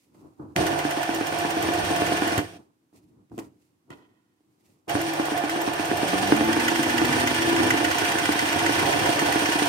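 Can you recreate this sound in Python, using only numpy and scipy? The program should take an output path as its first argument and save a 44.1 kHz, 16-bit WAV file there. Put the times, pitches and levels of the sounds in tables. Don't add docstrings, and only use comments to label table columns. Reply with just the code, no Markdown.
import sys
import numpy as np
from scipy import signal
from scipy.fft import rfft, irfft, next_fast_len
from scipy.io import wavfile
from scipy.ndimage import uniform_filter1d

SR = 44100
rng = np.random.default_rng(int(sys.argv[2]) if len(sys.argv) > 2 else 0)


def to_wav(sig):
    pcm = np.clip(np.atleast_2d(sig), -1, 1) * 32767
    pcm = np.round(pcm).astype(np.int16)
    wavfile.write(sys.argv[1], SR, pcm.T)


def elevation(decibels):
    levels = np.asarray(decibels, float)
    return 10 ** (levels / 20)


N = 426888
SIZE = next_fast_len(N + SR // 8)
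HZ = np.arange(SIZE // 2 + 1) * SR / SIZE + 1e-3
TIME = np.arange(N) / SR
CLUTCH_S, BRAKE_S = (.556, 4.879), 2.39


# [t/s, turns made]
SEAMS = [
    [(.5616, 0), (.666, 1), (.7896, 2), (1.626, 9), (1.9596, 12), (2.172, 14), (2.378, 16)],
    [(4.8935, 17), (5.498, 22), (5.973, 26), (6.0825, 27), (6.1812, 28), (6.3649, 30), (6.5272, 32),
     (6.6814, 34), (7.4205, 44), (7.984, 52), (8.661, 62), (9.657, 77)],
]
SEAM_S, SEAM_TURNS = np.transpose(SEAMS[0] + SEAMS[1])


def shaft():
    return uniform_filter1d(np.interp(TIME, SEAM_S, SEAM_TURNS), size=2000)


def pace():
    rate = np.diff(SEAM_TURNS) / np.diff(SEAM_S)
    middle = (SEAM_S[1:] + SEAM_S[:-1]) / 2
    running = rate > 1
    return np.interp(TIME, middle[running], rate[running])


# [stitches per s, needle tick level/dB, hook clack level/dB]
STITCH = [(8.3, -36.5, -34), (11, -38.5, -28.5), (13.4, -38, -28), (15.1, -39, -30.5)]
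SCATTER_DB = [1.3, 1.6]


def stitches():
    turn = np.arange(SEAM_TURNS[-1] + 1)
    s = np.interp(turn, SEAM_TURNS, SEAM_S)
    rate = np.interp(s, TIME, pace())
    tick_luck, clack_luck, time_luck = rng.standard_normal((3, len(turn)))
    s = s + .001 * time_luck
    rates, tick_levels, clack_levels = np.transpose(STITCH)
    tick_db = np.interp(rate, rates, tick_levels) + SCATTER_DB[0] * tick_luck
    clack_db = np.interp(rate, rates, clack_levels) + SCATTER_DB[1] * clack_luck
    tick_db += 0.5 * (rate > 12) * (turn % 2 == 0)
    return needle_ticks(s, tick_db) + hook_clacks(s, clack_db) + table_knocks()


# [f/Hz, width/Hz, level/dB]
TICK = [(12800, 2300, -2), (7200, 2500, -3), (4500, 3000, -12)]


def needle_ticks(s, db):
    return burst(strikes(s, db + 0.5), TICK, 3.3, -13.5, 21)


# [f/Hz, width/Hz, level/dB]
CLACK = [(1512, 170, 15.5), (2030, 346, 17), (2880, 950, 10), (4910, 4000, 1), (6260, 840, -9)]
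# [t/s, level/dB]
CLACKS_FAST = [(5.012, -33), (5.133, -39), (5.2529, -35), (5.3752, -32.5), (5.4947, -28.5), (5.6085, -31),
               (5.7312, -35.5), (5.847, -31.5), (5.971, -32.5), (6.0791, -27.5), (6.1812, -36),
               (6.2727, -33.5), (6.3591, -34.5), (6.4401, -36.5), (6.5286, -21), (6.5982, -26),
               (6.6816, -19.5), (6.7582, -26), (6.8309, -20.5), (6.8971, -27.0), (6.98, -20),
               (7.0466, -27.5), (7.1272, -23), (7.1988, -29), (7.2726, -20.5), (7.3448, -26.5),
               (7.4204, -25.0), (7.4883, -36.5), (7.5643, -24.5), (7.6322, -23.5), (7.7047, -18),
               (7.774, -26.5), (7.846, -21.5), (7.911, -24.5), (7.9828, -21.5), (8.0493, -24),
               (8.1176, -22), (8.1855, -24), (8.2555, -24.5), (8.3199, -28), (8.3907, -21.5),
               (8.4553, -30.0), (8.527, -22.5), (8.5906, -23), (8.662, -19.5), (8.7207, -31),
               (8.7922, -24.5), (8.8535, -32.5), (8.9273, -25), (8.9937, -30.5), (9.0589, -24),
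               (9.1263, -27), (9.1915, -20.5), (9.2594, -31.5), (9.3234, -23.5), (9.3938, -27),
               (9.4562, -23.5), (9.5209, -23.5), (9.5893, -23.5), (9.6585, -36)]


def hook_clacks(s, db):
    clacked, fast_db = np.transpose(CLACKS_FAST)
    early = s < clacked[0] - .02
    blows = strikes(s[early], db[early] - 0.5) + strikes(clacked, fast_db - 3.0)
    return burst(blows, CLACK, 6.0, -12.5, 29)


# [f/Hz, level/dB, t60/s]
KNOCK = [(270, -21, 0.011), (299.7, -4, 0.13), (330.2, -7.5, 0.12), (417, -1, 0.025), (717, -9.5, .03),
         (930, -2, 0.0058), (1270, -9.5, 0.0052), (1570, -6.5, 0.011)]
# [t/s, level/dB]
KNOCKS_SLOW = [(0.7296, -23.5), (0.851, -17), (0.9726, -22), (1.0917, -18.5), (1.2103, -19), (1.3233, -25),
               (1.4493, -18), (1.5684, -22), (1.6875, -18.5), (1.7963, -27.5), (1.9063, -20.5),
               (2.0192, -15.5), (2.1209, -16.5), (2.221, -15.5), (2.3211, -21)]
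# [t/s, level/dB]
KNOCKS_FAST = [(4.9525, -16.0), (5.08, -27), (5.197, -16.5), (5.3191, -20), (5.438, -19), (5.5601, -20.5),
               (5.676, -18), (5.796, -20), (5.9143, -15.0), (6.0305, -17), (6.133, -17.5), (6.2314, -16.5),
               (6.3225, -5), (6.409, -13.0), (6.4892, -17), (6.5672, -16.5), (6.6367, -21), (6.7183, -20),
               (6.793, -19), (6.8665, -21), (6.9422, -21.5), (7.0167, -15.5), (7.0928, -21.0),
               (7.1663, -20), (7.2383, -24), (7.314, -20.5), (7.388, -31), (7.4552, -26), (7.5294, -23),
               (7.6025, -17.5), (7.6587, -26), (7.7423, -17), (7.8077, -23), (7.8777, -28), (7.953, -24.5),
               (8.0194, -20.5), (8.0844, -28), (8.1544, -20), (8.219, -26), (8.291, -14.5), (8.3559, -21),
               (8.4257, -20), (8.4913, -26), (8.561, -20), (8.6229, -24.5), (8.6938, -17), (8.7617, -28.5),
               (8.828, -19.5), (8.8927, -22.5), (8.9595, -24.5), (9.0239, -22), (9.0913, -17.5),
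               (9.1589, -25), (9.2242, -17.5), (9.2893, -21.5), (9.3585, -15.5), (9.4219, -18),
               (9.4894, -18.5), (9.5559, -20.5), (9.6205, -15)]


def table_knocks():
    s, db = np.transpose(KNOCKS_SLOW + [(BRAKE_S, -17)] + KNOCKS_FAST)
    knocks = ring(strikes(s, db + 0.73), KNOCK, 0.26)
    snaps = burst(strikes(s - .003, -51.5), TICK, 3.0, -10, 12)
    return knocks + snaps


# [f/Hz, level/dB per Hz]
WHIRR_COLOUR = [(15, -57.5), (25, -33), (102, -3.5), (240, -10.5), (309, 2), (624, -4.5), (714, -0.5),
                (1290, -14.5), (1740, -13.5), (1940, -15), (7710, -34), (8830, -33.5), (9840, -38),
                (12900, -37), (16000, -41.5)]
# [f/Hz, width/Hz, lift/dB]
BODY = [(103, 88, 6.5), (291.7, 16, 8), (323, 4.3, 4.5), (795, 7.9, 3.5), (1120, 250, 5.5),
        (1498, 120, 8.5), (1752, 51, 12), (2405, 580, 7), (2888, 78, 5), (3245, 130, 5), (4660, 230, 3.5),
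        (5740, 460, 6.5), (8805, 130, 13), (9110, 78, 10), (12590, 400, -4.5)]
# [f/Hz, width/Hz, lift/dB]
BED = (702, 13.7, 10.3)


def whirr(turns):
    lifts = [1 + (elevation(db) - 1) * peak(hz, width) for hz, width, db in BODY + [BED]]
    body = elevation(on_log(WHIRR_COLOUR)) * np.prod(lifts, axis=0)
    rattle_gain, hiss_gain, hum_gain, bed_gain, sing_gain = drive()
    shared = .45
    one, other = grit(1.2), grit(1.2)
    noise = np.array([one, shared * one + np.sqrt(1 - shared ** 2) * other])
    hum, bed, rattle, hiss = coloured(noise, body, 20, 580, 890, 3500, 17000)
    twice = np.cos(4 * np.pi * (turns - .05))
    shaken = np.exp(-((turns - .53) % 1) / .45) - .4
    hum = (hum * elevation(2.3 * walk(30) + 3.6 * shaken) + shaft_tones()) * hum_gain
    bed = bed * elevation(0.9 * walk(30) + 1.9 * shaken) * bed_gain
    rattle = rattle * elevation(0.69 * twice + 1.0 * walk(40)) * rattle_gain
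    hiss = hiss * elevation(1.0 * twice + 1.2 * walk(50)) * hiss_gain
    return hum + bed + rattle + hiss + singing(shaken, sing_gain, bed_gain)


# [t/s, stitches per s]
MOTOR = [(6.36, 12.1), (6.55, 12.95), (6.7, 13.5), (7.05, 13.5), (7.18, 13.82), (7.42, 13.85),
         (7.55, 14.15), (7.72, 14.25), (7.95, 14.72), (8.2, 14.85), (8.62, 14.87), (8.8, 15.13),
         (9.0, 15.2), (9.68, 15.1)]
GEARS = [5, 6.62, 7, 10, 11, 18.05, 62.8, 69.4]
GEAR_DB = [-20.5, -18.5, -21.5, -16, -16, -3.5, -12, -8]
GEAR_TILT_DB = [0, 0, 0, 0, 0, -4, 5, -3]


def shaft_tones():
    rate = np.where(TIME > MOTOR[0][0], np.interp(TIME, *np.transpose(MOTOR)), pace())
    spin = np.cumsum(rate) / SR
    over = np.clip(rate - 14, -1, 2)
    tones = 0
    for k, db, tilt_db in zip(GEARS, GEAR_DB, GEAR_TILT_DB):
        tones = tones + elevation(db + tilt_db * over + 1.5 * walk(5.8)) * np.sin(2 * np.pi * k * spin)
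    return rate / 14 * tones


def singing(shaken, sing_gain, bed_gain):
    drift = np.cumsum(rng.standard_normal(N)) * np.sqrt(2 * np.pi * 3.77 / SR)
    sing = np.sqrt(2) * np.sin(2 * np.pi * 332.5 * TIME + drift) * sing_gain * elevation(2.7 * shaken - 4.5)
    drone = elevation(-2.5) * np.sin(2 * np.pi * BED[0] * TIME + 1.6 * drift[::-1]) * bed_gain
    return sing + drone


# [stitches per s, rattle level/dB, hiss level/dB, hum level/dB, bed level/dB]
WHIRR = [(8.3, -39.5, -41.5, -38.5, -36.5), (9.8, -36.5, -38, -35, -37), (13.4, -33.5, -35.5, -33.5, -45.5),
         (14.7, -32.5, -35, -34, -42), (15.1, -33, -34, -32, -36)]
# [t/s, rise/s, fall/s, level/dB]
SING = [(.68, 0.13, .25, -26), (1.168, 0.11, 0.15, -24.5), (1.456, 0.15, 0.25, -29.5),
        (1.68, .14, 0.18, -29), (2.094, .45, 0.36, -29.5), (5.03, 0.12, 0.25, -26.5),
        (5.54, 0.15, 0.39, -27), (6.45, .3, 0.4, -24), (6.81, 0.35, 0.14, -26.5), (7.03, 0.47, 0.11, -26),
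        (7.51, 0.21, .55, -19), (8.68, 0.44, .35, -27), (9.46, .36, 0.46, -40)]
# random drift [level/dB], fall when braked [dB per s], idle whisper [level/dB]
WANDER_DB = [0.65, 0.58, 3.2, 1.1]
COAST_DB_PER_S = [400, 457, 200, 350]
IDLE_DB = [-13.5, -12, -10.5, -27]


def drive():
    rates, *columns = np.transpose(WHIRR)
    now = pace()
    db = np.array([np.interp(now, rates, c) + w * walk(3.313) for c, w in zip(columns, WANDER_DB)])
    db[2] += 9.5 * np.exp(-np.abs(TIME - CLUTCH_S[0]) / 0.077)
    first, second = (np.clip((TIME - s) / 0.02, 0, 1) for s in CLUTCH_S)
    braked = np.clip(TIME - BRAKE_S, 0, 1)
    idle = elevation(np.add.outer(IDLE_DB, -67 * braked)) * np.clip((2.59 - TIME) / .02, 0, 1)
    coast = np.maximum(elevation(-np.outer(COAST_DB_PER_S, braked)), idle)
    running = np.maximum(first * coast, second)
    sing = swells(SING)[0] + elevation(-41.5)
    return list(elevation(db) * running) + [sing * running[1]]


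# [t/s, level/dB, f/Hz, t60/s]
THUDS = [
    (0.579, -21.5, 115.4, 0.29),
    (1.824, -24.5, 55.3, 0.049),
    (2.375, -11, 107.6, 0.048),
    (4.939, -22, 108.2, 0.17),
]


def thuds():
    return sum(ring(strikes(np.array([s]), db), [(hz, 0, t60)], 2.1) for s, db, hz, t60 in THUDS)


# [t/s, knock level/dB, click
# level/dB]
BUMPS = [(0.147, -42, -58), (0.247, -37, -81), (0.397, -28.5, -85.5), (0.402, -35, -82),
         (0.563, -31, -12.5), (0.607, -5.5, -40), (2.27, -9, -36), (2.379, -11.5, -11), (2.928, -41, -70.5),
         (3.298, -57, -63), (3.317, -24, -66), (3.341, -31, -60), (3.380, -16.5, -31),
         (3.3888, -17.5, -30.5), (3.407, -28, -62), (3.88, -47, -72), (3.904, -25.5, -36),
         (4.406, -51, -61), (4.881, -24, -33)]


def bumps():
    s, knock_db, click_db = np.transpose(BUMPS)
    clicks = burst(strikes(s, click_db - 2.0), CLACK + TICK, 0.36, -25, 22)
    return ring(strikes(s, knock_db - 11.0), KNOCK, 0.97) + clicks


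# [f/Hz, width/Hz, level/dB]
HOOP = [(560, 60, -10), (1000, 90, 6), (1450, 200, -3), (1900, 300, -5), (2500, 300, -11), (3000, 350, -7),
        (1800, 2500, -10)]


def hoop_buzz():
    return burst(strikes(np.array([3.904]), -54), HOOP, 24, -10, 160) * elevation(2.5 * walk(70))


def hand():
    pair = np.array([grit(0.9), grit(1.82)])
    floor, = coloured(rng.standard_normal((2, N)), 1 / np.sqrt(HZ), 200, 16000)
    return slides(pair) + rustles(pair[::-1]) + elevation(-81) * floor


# [t/s, rise/s per 20 dB, fall/s per 20 dB, rumble level/dB, scrape level/dB]
SLIDES = [(.15, 0.012, 0.41, -55, -67), (.27, 0.16, 0.098, -50, -64), (.4, 0.011, 0.16, -37, -51),
          (2.6, 0.077, 0.1, -53, -64.5), (2.95, 0.026, 0.13, -54, -70), (3.2, 0.27, 0.085, -54, -77),
          (3.32, 0.016, 0.21, -40, -64), (3.38, 0.0056, 0.074, -43, -43.5), (3.6, 0.17, 0.54, -79, -100),
          (3.91, 0.023, 0.081, -44.5, -54), (3.93, .03, 0.2, -54, -62.5), (4.7, 0.24, 0.24, -65, -78.5),
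          (4.88, 0.006, .02, -41, -47)]
# [f/Hz, level/dB per Hz]
RUMBLE = [(25, -26.5), (104, 5.5), (225, 2), (294, 1), (560, -20), (980, -21), (1320, -28), (1600, -36),
          (3250, -67.5)]
RESTING_DB = [-71, -88]


def slides(pair):
    rumble_gain, scrape_gain = swells(SLIDES) + elevation(np.array(RESTING_DB))[:, None]
    table = elevation(on_log(RUMBLE)) * (1 + 1.5 * peak(315, 45))
    rumble, scrape = coloured(pair, table, 15, 480, 1800)
    rumble = rumble * elevation(2.0 * walk(36) - 3) * rumble_gain
    return rumble + scrape * elevation(1.0 * walk(56) + 5.5) * scrape_gain


# [t/s, rise/s per 20 dB, fall/s per 20 dB, level/dB]
RUSTLES = [(0, .01, 0.19, -67.5), (.15, .02, .5, -69), (.27, .4, .17, -72), (.43, .06, 0.28, -73),
           (2.6, .1, 0.076, -70), (2.935, 0.011, .2, -69), (2.96, 0.018, 0.084, -61.5),
           (3.32, .01, 0.28, -65), (3.394, 0.013, 0.025, -43), (3.42, .03, 0.09, -60),
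           (3.62, 0.018, 0.26, -75), (3.91, 0.02, .04, -63), (3.93, .02, 0.16, -67),
           (4.7, 0.28, 0.14, -68.5), (4.87, 0.018, .02, -76)]
# [f/Hz, level/dB per Hz]
RUSTLE = [(1180, -36.5), (1800, -1.5), (2690, -2), (3140, -7), (4500, -4), (8850, -6.5), (16000, -11.5)]


def rustles(pair):
    gain, = swells(RUSTLES)
    rustle, = coloured(pair, elevation(on_log(RUSTLE)), 1800, 17000)
    return rustle * elevation(3.1 * walk(37) - 4.5) * gain


def room(x):
    tail_t60_s, tail_db, gate_s = .33, -12, 0.36
    t = TIME[:SR // 2]
    fall_db = -60 * t / tail_t60_s - 6 * (t / gate_s) ** 6
    tails = rng.standard_normal((3, len(t))) * elevation(fall_db) * np.minimum(t / 0.0016, 1)
    tails[2] *= np.exp(-t / 0.00073)
    tails /= np.sqrt((tails ** 2).sum(axis=1, keepdims=True))
    flat = rfft(tails[2], SIZE)
    share = np.clip(HZ / 900 - .4, 0, 1)
    phase = -np.pi / 2 + np.angle(1 - share + share * flat / np.abs(flat))
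    scattered = through(x[1], np.abs(flat) ** .3 * np.exp(1j * phase))
    direct = np.array([x[0], scattered * x[1].std() / scattered.std()])
    late = np.array([signal.fftconvolve(path, tail)[:N] for path, tail in zip(x, tails)])
    return (direct + elevation(tail_db) * late) / np.sqrt(1 + elevation(2 * tail_db))


def strikes(s, db):
    x = np.zeros(N)
    np.add.at(x, np.clip((s * SR).astype(int), 0, N - 1), elevation(db))
    return x


def ring(blows, modes, push_ms):
    t = TIME[:int(SR * max(t60 for _, _, t60 in modes))]
    tone = sum(elevation(db) * np.sin(2 * np.pi * hz * t) * elevation(-60 * t / t60) for hz, db, t60 in modes)
    tone = signal.lfilter(*signal.butter(2, .9 * modes[0][0], "high", fs=SR), tone)
    push = np.hanning(int(push_ms * SR / 1000) + 3)
    return signal.oaconvolve(blows, np.convolve(tone, push / push.sum()))[:N]


def burst(blows, colour, fall_ms, tail_db, tail_ms):
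    ms = 1000 * TIME[:SR // 2]
    shape = np.exp(-ms / fall_ms) + elevation(tail_db) * np.exp(-ms / tail_ms)
    response = sum(elevation(db) * peak(hz, width) ** 2 for hz, width, db in colour)
    noise = through(rng.standard_normal(N), response)
    return signal.oaconvolve(blows, shape)[:N] * noise / noise.std()


def grit(spread_db):
    jumps = np.repeat(rng.exponential(size=N // 20 + 1), 20)[:N]
    return rng.standard_normal(N) * elevation(spread_db * jumps)


def walk(rate):
    k = int(SR / rate)
    return uniform_filter1d(np.repeat(rng.standard_normal(N // k + 1), k), k)[:N] * 1.1


def swells(table):
    power, t = 0, TIME[::32]
    for s, rise, fall, *dbs in table:
        slope = np.where(t < s, (t - s) / max(rise, .002), (s - t) / max(fall, .002))
        power = power + np.outer(elevation(2 * np.array(dbs)), elevation(40 * np.maximum(slope, -6)))
    return np.array([np.interp(TIME, t, gain) for gain in np.sqrt(power)])


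def coloured(x, response, *edges_hz):
    spectrum = rfft(x, SIZE) * response
    bands = []
    for lo, hi in zip(edges_hz, edges_hz[1:]):
        skirt = 1 / np.sqrt((1 + (lo / HZ) ** 8) * (1 + (HZ / hi) ** 8))
        band = irfft(spectrum * skirt, SIZE)[..., :N]
        bands.append(band / band.std())
    return bands


def through(x, response):
    return irfft(rfft(x, SIZE) * response, SIZE)[..., :N]


def on_log(table):
    hz, value = np.transpose(table)
    return np.interp(np.log(HZ), np.log(np.maximum(hz, 1)), value)


def peak(hz, width):
    return 1 / (1 + 1j * (HZ / hz - hz / HZ) * hz / width)


# [f/Hz, left-right correlation]
LIKENESS = [(60, 0.94), (130, 0.95), (290, 0.7), (640, 0.27), (1410, -0.26), (3100, -0.07), (6820, -0.0),
            (15000, -0.04)]
# [f/Hz, level/dB]
LEFT_OVER_RIGHT = [(60, -0.5), (110, -0.5), (200, 1.0), (380, -1.0), (700, -3.5), (1290, -1.0),
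                   (2380, -2.0), (4400, 1.5), (8120, -8.5), (15000, -6)]


def scene():
    machine = whirr(shaft()) + stitches() + thuds() + bumps() + hoop_buzz()
    mid, side = room(machine) + hand()
    like = np.clip(on_log(LIKENESS), -.9, .99)
    side = through(side, np.sqrt((1 - like) / (1 + like)))
    tilt = elevation(on_log(LEFT_OVER_RIGHT) / 2)
    return np.array([through(mid + side, tilt), through(mid - side, 1 / tilt)])


def low_pass(x):
    return signal.sosfilt(signal.butter(12, 16490, fs=SR, output="sos"), x)


def record(dry):
    mix = signal.sosfilt(signal.butter(3, 55, "high", fs=SR, output="sos"), dry)
    mix = .85 * np.tanh(mix / .85)
    mix = signal.sosfilt(signal.ellip(10, .2, 60, 15800, fs=SR, output="sos"), mix)
    return low_pass(mix)


dry = scene()
out = record(dry)
to_wav(out)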